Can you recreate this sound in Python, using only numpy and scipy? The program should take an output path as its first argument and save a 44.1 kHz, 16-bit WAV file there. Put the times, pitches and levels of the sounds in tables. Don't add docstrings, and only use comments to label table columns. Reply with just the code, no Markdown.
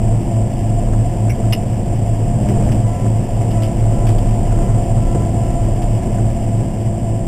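import sys
import numpy as np
from scipy import signal
from scipy.fft import rfft, irfft, next_fast_len
from scipy.io import wavfile
from scipy.ndimage import map_coordinates

SR = 44100
rng = np.random.default_rng(int(sys.argv[2]) if len(sys.argv) > 2 else 0)


def gain_from_decibels(decibels):
    exponent = np.asarray(decibels, float) / 20
    return 10 ** exponent


def digitize_waveform(pressure):
    field = np.atleast_2d(pressure).T
    bounded = np.clip(field, -1, 1)
    quanta = np.round(bounded * 32767).astype(np.int16)
    wavfile.write(sys.argv[1], SR, quanta)


N = 320607

# t/s, f/Hz
LEFT_FIRING = [(0, 108.2), (.6, 107.99), (1.5, 106.98), (2.3, 108.49), (2.8, 107.36), (3.45, 108.05),
               (4.2, 106.75), (4.6, 107.52), (5.1, 106.92), (5.8, 107.63), (6.8, 107.99), (7.27, 107.71)]
# t/s, f/Hz, level/dB
RIGHT_FIRING = [(0.0, 111.74, -20.7), (0.6, 111.2, -21.8), (1.45, 111.23, -19.5), (1.7, 108.58, -34.8),
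                (2.1, 108.53, -19.4), (2.5, 100.69, -27.6), (2.65, 101.54, -26.9), (2.9, 111.72, -22.2),
                (3.0, 111.93, -22.4), (3.45, 109.41, -20.5), (3.9, 111.44, -19.1), (4.25, 111.48, -20.5),
                (4.55, 112.1, -24.0), (5.2, 111.46, -24.2), (6.4, 111.09, -21.1), (7.0, 111.38, -24.1),
                (7.27, 111.22, -24.3)]
# cycles in two crank turns, level/dB
LEFT_ORDERS = [(7, -40), (9, -34.5), (10, -37.5), (11, -35), (12, -31), (14, -37.5), (15, -42.5), (16, -50),
               (19, -42), (30, -45.5), (34, -43.5)]
RIGHT_ORDERS = [(10, -35), (14, -42.5), (16, -43), (20, -40.5), (27, -47), (29, -43), (32, -45.5),
                (37, -51.5), (39, -43.5), (40, -46), (42, -49.5), (52, -57)]
START_CYCLES = (.071, .734)
# cycles in two crank turns, relative level/dB
PUMP_HUM = [(18, 0), (36, 0)]
# cycles in two crank turns, relative level/dB, growth/(dB per pressure dB)
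PUMP_WHINE = [(54, 12, .5), (72, -4.5, 1), (108, -9, 1)]
# t/s, length/s, pressure over idle/dB
VALVE_STROKES = [(1.2, 0.22, 2), (2.45, 0.35, 15), (2.82, 0.27, 14.5), (3.517, 0.19, 19), (3.9, 0.23, 16.5),
                 (4.5, 0.31, 13.5), (4.99, .3, 14.5), (5.405, 0.29, 14)]
# t/s, length/s
PUMP_UNLOADED = [(1.58, .85), (2.85, .65), (4.22, 0.21)]
# f/Hz, relative level/dB per Hz
CLATTER_COLOUR = [(700, -2), (1100, 5), (1520, -20), (1660, 7.5), (1900, 1), (2200, 5), (2350, -0.5),
                  (2900, 5.5), (3150, 1), (4100, -4)]
# t/s, level/dB
GROUND_ROUGHNESS = [(0, 0), (.6, 0), (1.9, 0), (2.4, 1), (2.65, 5), (2.9, 0.5), (3.9, 2), (4.3, 2.5),
                    (4.9, 1.5), (5.2, 2), (5.5, 1.5), (6.0, 1.5), (6.5, 0), (7.27, -3)]
# t/s, length/s, f/Hz, level/dB
BOOM_SWELLS = [(-.1, 0.29, 30.8, -20.5), (0.705, .35, 32.98, -19.5), (1.72, 0.39, 32.92, -26),
               (2.22, .12, 33, -20), (2.55, .45, 31.36, -29), (3.77, 1.38, 31.6, -18),
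               (5.5, .42, 32.9, -19), (6.05, .3, 32.88, -23)]
# f/Hz, relative level/dB per Hz
THUD_COLOUR = [(12, -40), (18, -2), (24, 11), (34, -4.5), (41, 0), (50, 8), (62, 2.5), (75, -7), (92, -2.5),
               (110, -34)]
RUMBLE_COLOUR = [(85, -6.5), (100, -3.5), (125, 2), (155, -9), (230, -13), (400, -19), (640, -20.5),
                 (710, -21.5), (770, -22), (1000, -31), (1200, -41.5), (1500, -62)]
# t/s, level/dB, length of a 20 dB fade/s
JOLTS = [(1.379, -24, 0.095), (2.487, -19, 0.15), (2.692, -20.5, 0.047), (3.032, -24, 0.11),
         (3.384, -25, .08), (3.815, -25, .12), (4.016, -26, .08), (4.249, -25, 0.073), (5.139, -11, 0.045),
         (5.204, -21, 0.041), (5.69, -33, 0.068), (6.062, -22.5, 0.077), (6.184, -24, 0.047),
         (6.6, -25, .08)]
# f/Hz, relative level/dB per Hz
FRAME_COLOUR = [(50, -13), (100, -15), (125, -13), (155, -13), (220, -2.5), (450, -8), (900, -22),
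                (1500, -45)]
# f/Hz, level against its noise/dB
FRAME_MODES = [(123, 3.5), (200, -6), (400, -10.5)]
# t/s, relative level/dB, ring f/Hz, ring width/Hz, length of a 20 dB fade/s
RATTLES = [(0.931, -34, 1290, 700, .02), (1.293, -29, 2190, 300, 0.041), (1.436, -38, 1298, 700, .02),
           (1.523, -16, 2850, 725, 0.027), (2.482, -35, 2250, 700, .027), (2.686, -35, 1706, 1200, 0.022),
           (2.718, -31, 2300, 1200, 0.021), (3.408, -38, 2095, 500, .02), (3.505, -37, 2900, 1200, 0.048),
           (3.62, -32.5, 3100, 1400, 0.072), (3.65, -41, 3530, 1400, .04),
           (4.067, -29.5, 3292, 2200, 0.029), (4.089, -30.5, 3520, 1500, .028),
           (4.182, -32, 3060, 2200, 0.022), (4.258, -40, 1498, 700, .017), (4.506, -37, 1400, 600, .02),
           (4.68, -40, 1324, 600, .021), (5.147, -38, 1300, 900, .026), (5.817, -34.5, 3195, 2200, 0.03),
           (6.18, -31, 1190, 1000, 0.023)]
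# share of ring f, relative level/dB
FITTING_MODES = [(1, 0), (.77, -8), (1.22, -8), (.5, -15)]
# f/Hz, level/dB
GUARD_FILTER = [(3100, 0), (3500, -5.5), (3900, -10.5), (4100, -38), (5000, -60)]
# f/Hz, level/dB
TREBLE_SHAPE = [(4000, 0.5), (9000, 1), (12000, 1.5), (14000, -0.5), (15000, -12)]
# f/Hz, level/dB
BAND_EDGE = [(15290, 0), (15340, -19), (15700, -22), (15760, -80)]

GOVERNED_HZ = 111.5
VALVE_S = 0.071


def along(points, hz):
    f, v = np.transpose(points)
    return np.interp(np.log(hz + 1), np.log(f + 1), v)


def curves(rows):
    s, *cols = np.transpose(rows)
    return [np.interp(np.arange(N) / SR, s, c) for c in cols]


def wobble(rate):
    knots = rng.standard_normal(int(N * rate / SR) + 4)
    return map_coordinates(knots, [np.arange(N) * rate / SR])


def filtered(x, response):
    m = next_fast_len(N + 8192)
    return irfft(rfft(x, m) * response(np.fft.rfftfreq(m, 1 / SR)), m)[:N]


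def noise(colour):
    x = filtered(rng.standard_normal(N), lambda hz: gain_from_decibels(along(colour, hz)))
    return x / x.std()


def tone(cycles):
    return np.sqrt(2) * np.sin(2 * np.pi * cycles)


def swell(t, length, rise):
    t = np.maximum(t, 0)
    return (1 - np.exp(-(t / rise) ** 2)) * gain_from_decibels(-20 * t / length)


def held(start, length, edge):
    t = np.arange(N) / SR - start
    return (np.tanh(2 * t / edge) - np.tanh(2 * (t - length) / edge)) / 2


def orders(firings, table):
    lines = 0
    for order, db in table:
        drift = rng.random() + 0.07 * wobble(10)
        lines = lines + gain_from_decibels(db + 1.8 * wobble(9)) * tone(order / 6 * firings + drift)
    return lines


def engines(left, right, left_hz, right_hz, right_db):
    usual_hz, usual_db, db_per_hz = 107.6, -20.7, 3.6
    left_tone = gain_from_decibels(usual_db + db_per_hz * (usual_hz - left_hz)) * tone(left)
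    right_tone = gain_from_decibels(right_db) * tone(right)
    lugging = gain_from_decibels(-45.0 + 2.0 * (GOVERNED_HZ - right_hz)) * tone(2 * right)
    lines = orders(left, LEFT_ORDERS) + orders(right, RIGHT_ORDERS)
    return left_tone + right_tone + lugging + lines


def clatter(left):
    even_ground_db, db_per_rough_db = -44.5, 0.47
    (rough_db,) = curves(GROUND_ROUGHNESS)
    stirred = gain_from_decibels(0.87 * tone(left) + 0.53 * wobble(12) + 1.4 * wobble(40))
    return gain_from_decibels(even_ground_db + db_per_rough_db * rough_db) * stirred * noise(CLATTER_COLOUR)


def pump(right, right_hz):
    hum_db, hum_db_per_pressure_db, eased_by_db = -37, 0.22, -8
    whine_db, sag_db_per_hz = -62.5, 1.5
    pressure_db = sum(db * held(s, length, VALVE_S) for s, length, db in VALVE_STROKES)
    eased_db = eased_by_db * sum(held(s, length, VALVE_S) for s, length in PUMP_UNLOADED)
    hum_level = gain_from_decibels(hum_db + eased_db + hum_db_per_pressure_db * pressure_db + 0.83 * wobble(2.95))
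    hum = hum_level * orders(right, PUMP_HUM)
    drive_db = pressure_db - sag_db_per_hz * (GOVERNED_HZ - right_hz)
    whine = sum(gain_from_decibels(grows * drive_db) * orders(right, [(order, db)]) for order, db, grows in PUMP_WHINE)
    return hum + gain_from_decibels(whine_db) * whine


def powertrain():
    (left_hz,), (right_hz, right_db) = curves(LEFT_FIRING), curves(RIGHT_FIRING)
    left = START_CYCLES[0] + np.cumsum(left_hz) / SR
    right = START_CYCLES[1] + np.cumsum(right_hz) / SR
    return engines(left, right, left_hz, right_hz, right_db) + clatter(left) + pump(right, right_hz)


def boom():
    t, edge_s = np.arange(N) / SR, 0.067
    swells = sum(gain_from_decibels(db) * held(s, length, edge_s) * tone(hz * t + rng.random())
                 for s, length, hz, db in BOOM_SWELLS)
    drone = gain_from_decibels(-30.5 + 1.6 * wobble(6)) * tone(32.38 * t + 0.14 * wobble(5))
    return gain_from_decibels(1.24 * wobble(14)) * swells + drone


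def ground():
    thud_db, rumble_db, thud_db_per_rough_db = -25.5, -21, 0.86
    (rough_db,) = curves(GROUND_ROUGHNESS)
    thuds = gain_from_decibels(thud_db + thud_db_per_rough_db * rough_db) * noise(THUD_COLOUR)
    rumble = gain_from_decibels(rumble_db + rough_db + 0.54 * wobble(9)) * noise(RUMBLE_COLOUR)
    return thuds + rumble


def jolts():
    t = np.arange(N) / SR
    bumps = sum(gain_from_decibels(db) * swell(t - s, length, rise=0.0069) for s, db, length in JOLTS)
    modes = sum(gain_from_decibels(db) * tone(hz * t + 0.35 * wobble(6)) for hz, db in FRAME_MODES)
    return bumps * (noise(FRAME_COLOUR) + modes)


def rattles():
    out, t = np.zeros(N + SR), np.arange(SR // 8) / SR
    lumps = gain_from_decibels(6 * np.cos(2 * np.pi * (t - 0.002) / 0.0042))
    for s, db, hz, width, length in RATTLES:
        force = lumps * swell(t, length, rise=0.0022)
        decay = t * np.exp(-np.pi * width * t)
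        ring = sum(gain_from_decibels(level) * decay * np.sin(2 * np.pi * share * hz * t) for share, level in FITTING_MODES)
        contacts = force * rng.choice([-1, 1], len(t))
        burst = signal.fftconvolve(contacts, ring)[:len(t)]
        burst *= np.linalg.norm(force) / np.linalg.norm(burst)
        out[round(s * SR):][:len(t)] += gain_from_decibels(db) * burst
    return out[:N]


def gearbox():
    mesh_hz, wander_hz = 692, 3.5
    even_ground_db, db_per_rough_db = -33.5, 0.94
    (rough_db,) = curves(GROUND_ROUGHNESS)
    mesh = np.cumsum(mesh_hz + wander_hz * wobble(2)) / SR
    band = (wobble(44) * tone(mesh) + wobble(44) * tone(mesh + 1 / 4)) / np.sqrt(2)
    return gain_from_decibels(even_ground_db + db_per_rough_db * rough_db) * band


def scene():
    return (powertrain() + boom() + ground() + jolts() + rattles() + gearbox())[None]


def band_limit(x):
    return signal.sosfilt(signal.butter(12, 15610, fs=SR, output="sos"), x)


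def record(dry):
    hold_hz = 8000
    guarded = filtered(dry[0], lambda hz: gain_from_decibels(along(GUARD_FILTER, hz)))
    samples = signal.resample_poly(guarded, 2 * hold_hz, SR)[::2]
    steps = signal.resample_poly(np.repeat(samples, 6), SR, 6 * hold_hz)[:N]
    shaped = filtered(steps, lambda hz: gain_from_decibels(along(TREBLE_SHAPE, hz) + along(BAND_EDGE, hz)))
    clipped = np.clip(shaped, -0.497, 0.497)
    return band_limit(clipped[None])


dry = scene()
out = record(dry)
digitize_waveform(out)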